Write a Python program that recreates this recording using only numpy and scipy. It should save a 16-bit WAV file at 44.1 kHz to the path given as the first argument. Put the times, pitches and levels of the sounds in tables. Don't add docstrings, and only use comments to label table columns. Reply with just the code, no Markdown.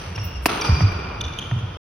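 import sys
import numpy as np
from scipy import signal
from scipy.fft import rfft, irfft
from scipy.io import wavfile

SR = 44100
rng = np.random.default_rng(int(sys.argv[2]) if len(sys.argv) > 2 else 0)


def waveform_to_disk(signal):
    frames = np.transpose(np.atleast_2d(signal))
    scaled = np.clip(frames, -1, 1) * 32767
    samples = np.round(scaled).astype(np.int16)
    wavfile.write(sys.argv[1], SR, samples)


N = 85995
TIME = np.arange(N) / SR
FREQS = np.maximum(np.arange(N // 2 + 1) * SR / N, 1)
CUTOFF_HZ, SHOE_WET_DB = 17400, -5


def from_db(db):
    return 10 ** (np.asarray(db) / 20)


def rms_one(x):
    return x / np.sqrt(np.mean(x ** 2) + 1e-20)


def at_hz(points, hz):
    f, v = np.transpose(points)
    return np.interp(np.log(hz), np.log(f), v)


def rolloff_db(ratio, order):
    return -20 * np.log10(1 + ratio ** order)


def envelope(start, rise, hold, t60):
    t = TIME - start
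    decay = np.log(1000) * np.maximum(t - rise - hold, 0) / t60
    return np.clip(t / rise, 0, 1) * np.exp(-np.minimum(decay, 20))


def panned(x, db):
    return x * from_db([[db / 2], [-db / 2]])


def waver(hz):
    return rms_one(irfft(rfft(rng.standard_normal(N)) / (1 + (FREQS / hz) ** 2), N))


def noise(db):
    # f/Hz, side minus mid level/dB
    spread = [(60, -28.5), (92, -31.5), (140, -25.5), (210, -16), (330, -11.5), (500, -4.5), (770, 1),
              (1170, -2), (1790, -8), (2740, -2), (4190, -4), (6410, 4), (9810, -1.5), (15000, 0)]
    mid, side = rfft(rng.standard_normal((2, N)))
    width = from_db(at_hz(spread, FREQS))
    stereo = (mid + width * side * [[1], [-1]]) / np.sqrt(1 + width ** 2)
    return rms_one(irfft(from_db(db) * stereo, N))


def hall_ring(db, start, gap_s=0.012, build_s=0.03, flutter_db=1.5):
    # delay/s, level over the ring/dB, rise/s, t60/s
    echoes = [(0.071, -9.5, 0.004, .12), (.185, 1, 0.015, .12)]
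    # f/Hz, t60/s
    decay_times = [(80, 0.33), (300, 4.85), (1200, 3.83), (2600, 3.01), (5000, 1.45), (10000, 1.04),
                   (16000, 1.8)]
    spectrum = rfft(noise(db))
    swells = sum(from_db(level) * envelope(start + lag, rise, 0, t60)
                 for lag, level, rise, t60 in echoes)
    ring = noise(db) * swells
    edges = np.r_[0, np.geomspace(100, 16000, 18), SR]
    for low, high in zip(edges, edges[1:]):
        band = irfft(spectrum * ((FREQS >= low) & (FREQS < high)), N)
        ring += band * envelope(start + gap_s, build_s, 0, at_hz(decay_times, (low + high) / 2))
    return ring * from_db(flutter_db * waver(hz=117))


def hall(x, air_cut_hz=14400):
    ring = hall_ring(rolloff_db(FREQS / air_cut_hz, 6), 0)
    return signal.fftconvolve(np.atleast_2d(x), ring / np.sqrt(np.sum(ring ** 2)), axes=1)[:, :N]


def walls(x, scatter_db=-8, band_hz=(340, 5500)):
    # delay/s, level/dB, left minus right/dB
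    reflections = [(.0285, -17, 1), (.0372, -16.5, -1), (.053, -22, 2), (.0705, -21, -2), (.1235, -19, 1)]
    response = 0
    for lag, db, pan_db in reflections:
        scatter = rng.standard_normal((2, N)) * envelope(lag, 1 / SR, 0, t60=0.015)
        scatter /= np.sqrt(np.sum(scatter ** 2) / 2)
        specular = np.arange(N) == int(lag * SR)
        response += from_db(db) * panned(specular + from_db(scatter_db) * scatter, pan_db)
    response = signal.sosfilt(signal.butter(2, band_hz, "band", fs=SR, output="sos"), response)
    return signal.fftconvolve(np.atleast_2d(x), response, axes=1)[:, :N]


def background(hum_hz=461):
    # f/Hz, relative spectral level/dB
    earlier_spectrum = [(80, -7.5), (250, -2.5), (450, -2), (700, -1.5), (1300, -2.5), (1900, -6),
                        (2800, -3), (3900, -9), (6000, 0.5), (7400, -30.5), (8600, -8), (11800, -16),
                        (13200, -37.5), (16000, -36)]
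    # f/Hz, relative spectral level/dB
    ambient_spectrum = [(20, -25), (40, 6), (65, 13), (110, 7), (170, 6), (250, -8.5), (450, -10),
                        (700, -10.5), (1350, -9), (1900, -20.5), (2800, -13), (3900, -26), (5800, -23),
                        (7400, -56.5), (9000, -37), (12000, -45.5), (13500, -55.5), (16000, -47.5)]
    hum = np.sin(2 * np.pi * hum_hz * TIME + waver(hz=4.6))
    earlier = hall_ring(at_hz(earlier_spectrum, FREQS), start=-0.31)
    ambient = noise(at_hz(ambient_spectrum, FREQS))
    return from_db(-30) * earlier + from_db(-35) * ambient + from_db(-52) * hum


def high_hisses():
    # t/s, level/dB, rise/s, t60/s, centre f/Hz, relative half-width
    hisses = [(.232, -38, 0.022, 0.15, 15000, .055), (.23, -57, .02, .12, 10600, .15),
              (0.416, -44, .036, .025, 11000, .25), (.917, -53, .005, .04, 11500, .25)]
    return sum(from_db(db) * envelope(s, rise, 0, t60) * noise(rolloff_db((FREQS / hz - 1) / width, 4))
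               for s, db, rise, t60, hz, width in hisses)


def sole_squeaks(jitter=0.01817, flutter_db=3.5, third_db=-37, fourth_db=-32.5, walls_db=8):
    # t/s, length/s, first f/Hz, last f/Hz, level/dB, then relative octave/dB, rasp/dB, hall/dB
    slips = [(0.15, 0.017, 2820, 2754, -35.5, 2, -11, 6.5), (.604, 0.0089, 1467, 1434, -31, -20, -25, 10.5),
             (0.61, 0.014, 5740, 5400, -23.5, -31.5, -13, 3.5), (.616, .009, 3300, 3220, -30, -30, -18, -3),
             (0.613, 0.018, 2380, 2340, -28, 0, -25, 8), (0.658, 0.024, 2390, 2500, -32, -2, -21, 6),
             (1.206, .011, 3600, 3430, -23, -28.5, -15, -2), (1.2125, 0.006, 2920, 3100, -26, 1, -13, -4),
             (1.3875, 0.0038, 3050, 3350, -18.5, -14.5, -13, -2),
             (1.39, 0.009, 3400, 3050, -28.5, -11, -15, -1)]
    # f/Hz, relative spectral level/dB
    rasp_spectrum = [(1500, -9), (2700, 7), (3800, 13.5), (4500, -14.5), (6200, 7.5), (7500, -24),
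                     (9500, 3), (11500, -1), (13500, -25), (16000, -25.5)]
    scuff = noise(at_hz(rasp_spectrum, FREQS))
    direct, to_hall = 0, 0
    for s, length, first_hz, last_hz, db, octave_db, rasp_db, wet_db in slips:
        progress = np.clip((TIME - s) / length, 0, 1)
        hz = (first_hz + (last_hz - first_hz) * progress) * (1 + jitter * waver(hz=708))
        phase = 2 * np.pi * np.cumsum(hz) / SR
        partials = enumerate((0, octave_db, third_db, fourth_db), 1)
        tone = sum(from_db(level) * np.sin(k * phase)
                   for k, level in partials if k * first_hz < CUTOFF_HZ)
        amplitude = from_db(db + flutter_db * waver(hz=375)) * np.sin(np.pi * progress)
        squeak = amplitude * (tone + from_db(rasp_db) * scuff)
        direct += squeak
        to_hall += from_db(wet_db) * squeak
    return direct + from_db(walls_db) * walls(direct) + hall(to_hall)


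def sole_slaps():
    # t/s, level/dB, t60/s, low-pass f/Hz
    contacts = [(0.1781, -26, 0.045, 3980), (0.685, -22.5, 0.16, 1650), (0.8068, -18, 0.022, 2370),
                (.833, -26.5, 0.028, 2025), (0.919, -24.5, 0.049, 686)]
    # f/Hz, relative spectral level/dB
    slap_spectrum = [(100, 9), (350, -8.5), (550, -1.5), (1000, 2), (1700, -6.5), (2500, 2), (5000, -17.5),
                     (12000, -14)]
    slaps = 0
    for s, db, t60, hz in contacts:
        burst = noise(at_hz(slap_spectrum, FREQS) + rolloff_db(FREQS / hz, 4))
        slaps += from_db(db) * envelope(s, rise=0.00032, hold=0.0019, t60=t60) * burst
    return slaps + from_db(SHOE_WET_DB) * hall(slaps)


def struck(modes, start):
    return sum(from_db(db) * np.sin(2 * np.pi * hz * (TIME - start - lag))
               * envelope(start + lag, .5 / hz, 0, t60) for lag, hz, db, t60 in modes)


def heel_knock():
    # delay/s, f/Hz, relative level/dB, t60/s
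    heel_modes = [(0, 1800, 0, 0.012), (0, 1424, 1.5, 0.012), (.001, 950, -5, .028), (.002, 638, -3, 0.02)]
    knock = from_db(-24.5) * struck(heel_modes, start=1.5132)
    return knock + walls(knock) + from_db(SHOE_WET_DB) * hall(knock)


def floor_booms(sag_s=0.017, octave_db=-21.5, wet_db=-10.5):
    # t/s, level/dB, first f/Hz, settled f/Hz, rise/s, hold/s, t60/s
    thuds = [(0.067, -29, 89, 85, 0.012, 0.051, 0.11), (0.144, -23.5, 128.7, 102.9, 0.052, 0.036, 0.071),
             (0.233, -22, 114, 84, 0.019, 0.011, 0.34), (0.327, -28.5, 66, 64.6, 0.026, 0.078, 0.17),
             (.690, -6, 127, 81.4, 0.006, 0.0033, 0.17), (0.722, -7, 85, 73, 0.0033, 0.015, 0.087),
             (.755, -24, 164, 148.4, 0.017, 0.013, 0.16), (.808, -11, 159, 129, 0.017, 0.0015, 0.028),
             (0.83, -6.5, 104, 98.75, 0.0058, 0.021, 0.049), (0.869, -17.5, 100, 91.5, 0.0024, 0.0069, .2),
             (0.956, -22, 89.5, 78, 0.0082, 0.009, 0.079), (1.057, -31.5, 84, 73.1, 0.0076, 0.019, 0.2),
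             (1.194, -29.5, 63.2, 59.6, 0.009, 0.016, 0.19), (1.244, -21.5, 84.9, 70.6, 0.022, 0.0088, 0.1),
             (1.423, -36, 71.3, 67.5, 0.024, .04, .2), (1.519, -13, 130, 107, 0.003, 0.0024, 0.28),
             (1.558, -14, 113.6, 107.7, 0.0064, 0.0037, 0.23),
             (1.622, -22.5, 107.7, 94.8, 0.015, 0.0069, 0.21)]
    booms = 0
    for s, db, first_hz, last_hz, rise, hold, t60 in thuds:
        t = np.maximum(TIME - s, 0)
        phase = 2 * np.pi * (last_hz * t + (first_hz - last_hz) * sag_s * (1 - np.exp(-t / sag_s)))
        tone = np.sin(phase) + from_db(octave_db) * np.sin(2 * phase)
        booms -= from_db(db) * envelope(s, rise, hold, t60) * tone
    return panned(booms, db=-0.76) + from_db(wet_db) * hall(booms)


def smash(start=.4574, ring_db=-25):
    # delay/s, f/Hz, level/dB, t60/s
    racket_modes = [(0, 2590, -8.5, 0.016), (.0002, 1820, -11, 0.012), (.0012, 1001, -6.5, 0.019),
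                    (.0016, 679, -8.5, .02), (.003, 460, -19, .012), (.0022, 294.7, -8, .02),
                    (.0036, 4550, -15.5, .009)]
    # delay/s, level/dB, hold/s, t60/s
    arrivals = [(.0006, -7, 0.00036, 0.0048), (.0036, -12, 0.00082, 0.041)]
    # f/Hz, relative spectral level/dB
    crack_spectrum = [(150, -12.5), (400, 14.5), (1300, -0.5), (2800, 6.5), (3600, -7.5), (5200, 3),
                      (7200, -11), (9500, -3.5), (12000, -5), (13500, -5.5), (15200, -4), (16500, -27)]
    # f/Hz, relative spectral level/dB
    ring_spectrum = [(80, -3.5), (250, 6.5), (440, 7.5), (550, 2), (800, 7.5), (1400, 10), (1600, 0),
                     (2050, -2), (2600, 1.5), (3500, -1.5), (5600, -9), (6400, -6), (7400, -63.5),
                     (8600, -11.5), (11800, -17.5), (13200, -50), (15500, -27.5)]
    bursts = sum(from_db(db) * envelope(start + lag, 0.00031, hold, t60)
                 for lag, db, hold, t60 in arrivals)
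    hit = struck(racket_modes, start) + bursts * noise(at_hz(crack_spectrum, FREQS))
    return hit + walls(hit) + from_db(ring_db) * hall_ring(at_hz(ring_spectrum, FREQS), start)


def scene():
    return (smash() + floor_booms() + sole_slaps() + heel_knock() + sole_squeaks()
            + high_hisses() + background())


def record(dry, left_lead_s=.00002, left_db=-0.3, low_cut_hz=32, peak=0.95, stop_s=1.772):
    left = from_db(left_db) * irfft(rfft(dry[0]) * np.exp(2j * np.pi * FREQS * left_lead_s), N)
    stereo = signal.sosfilt(signal.butter(2, low_cut_hz, "high", fs=SR, output="sos"), [left, dry[1]])
    rounded = peak * np.tanh(stereo / peak)
    gate = np.clip((stop_s - TIME) * 1000, 0, 1)
    return signal.sosfilt(signal.cheby2(12, 70, CUTOFF_HZ, fs=SR, output="sos"), rounded * gate)


dry = scene()
out = record(dry)
waveform_to_disk(out)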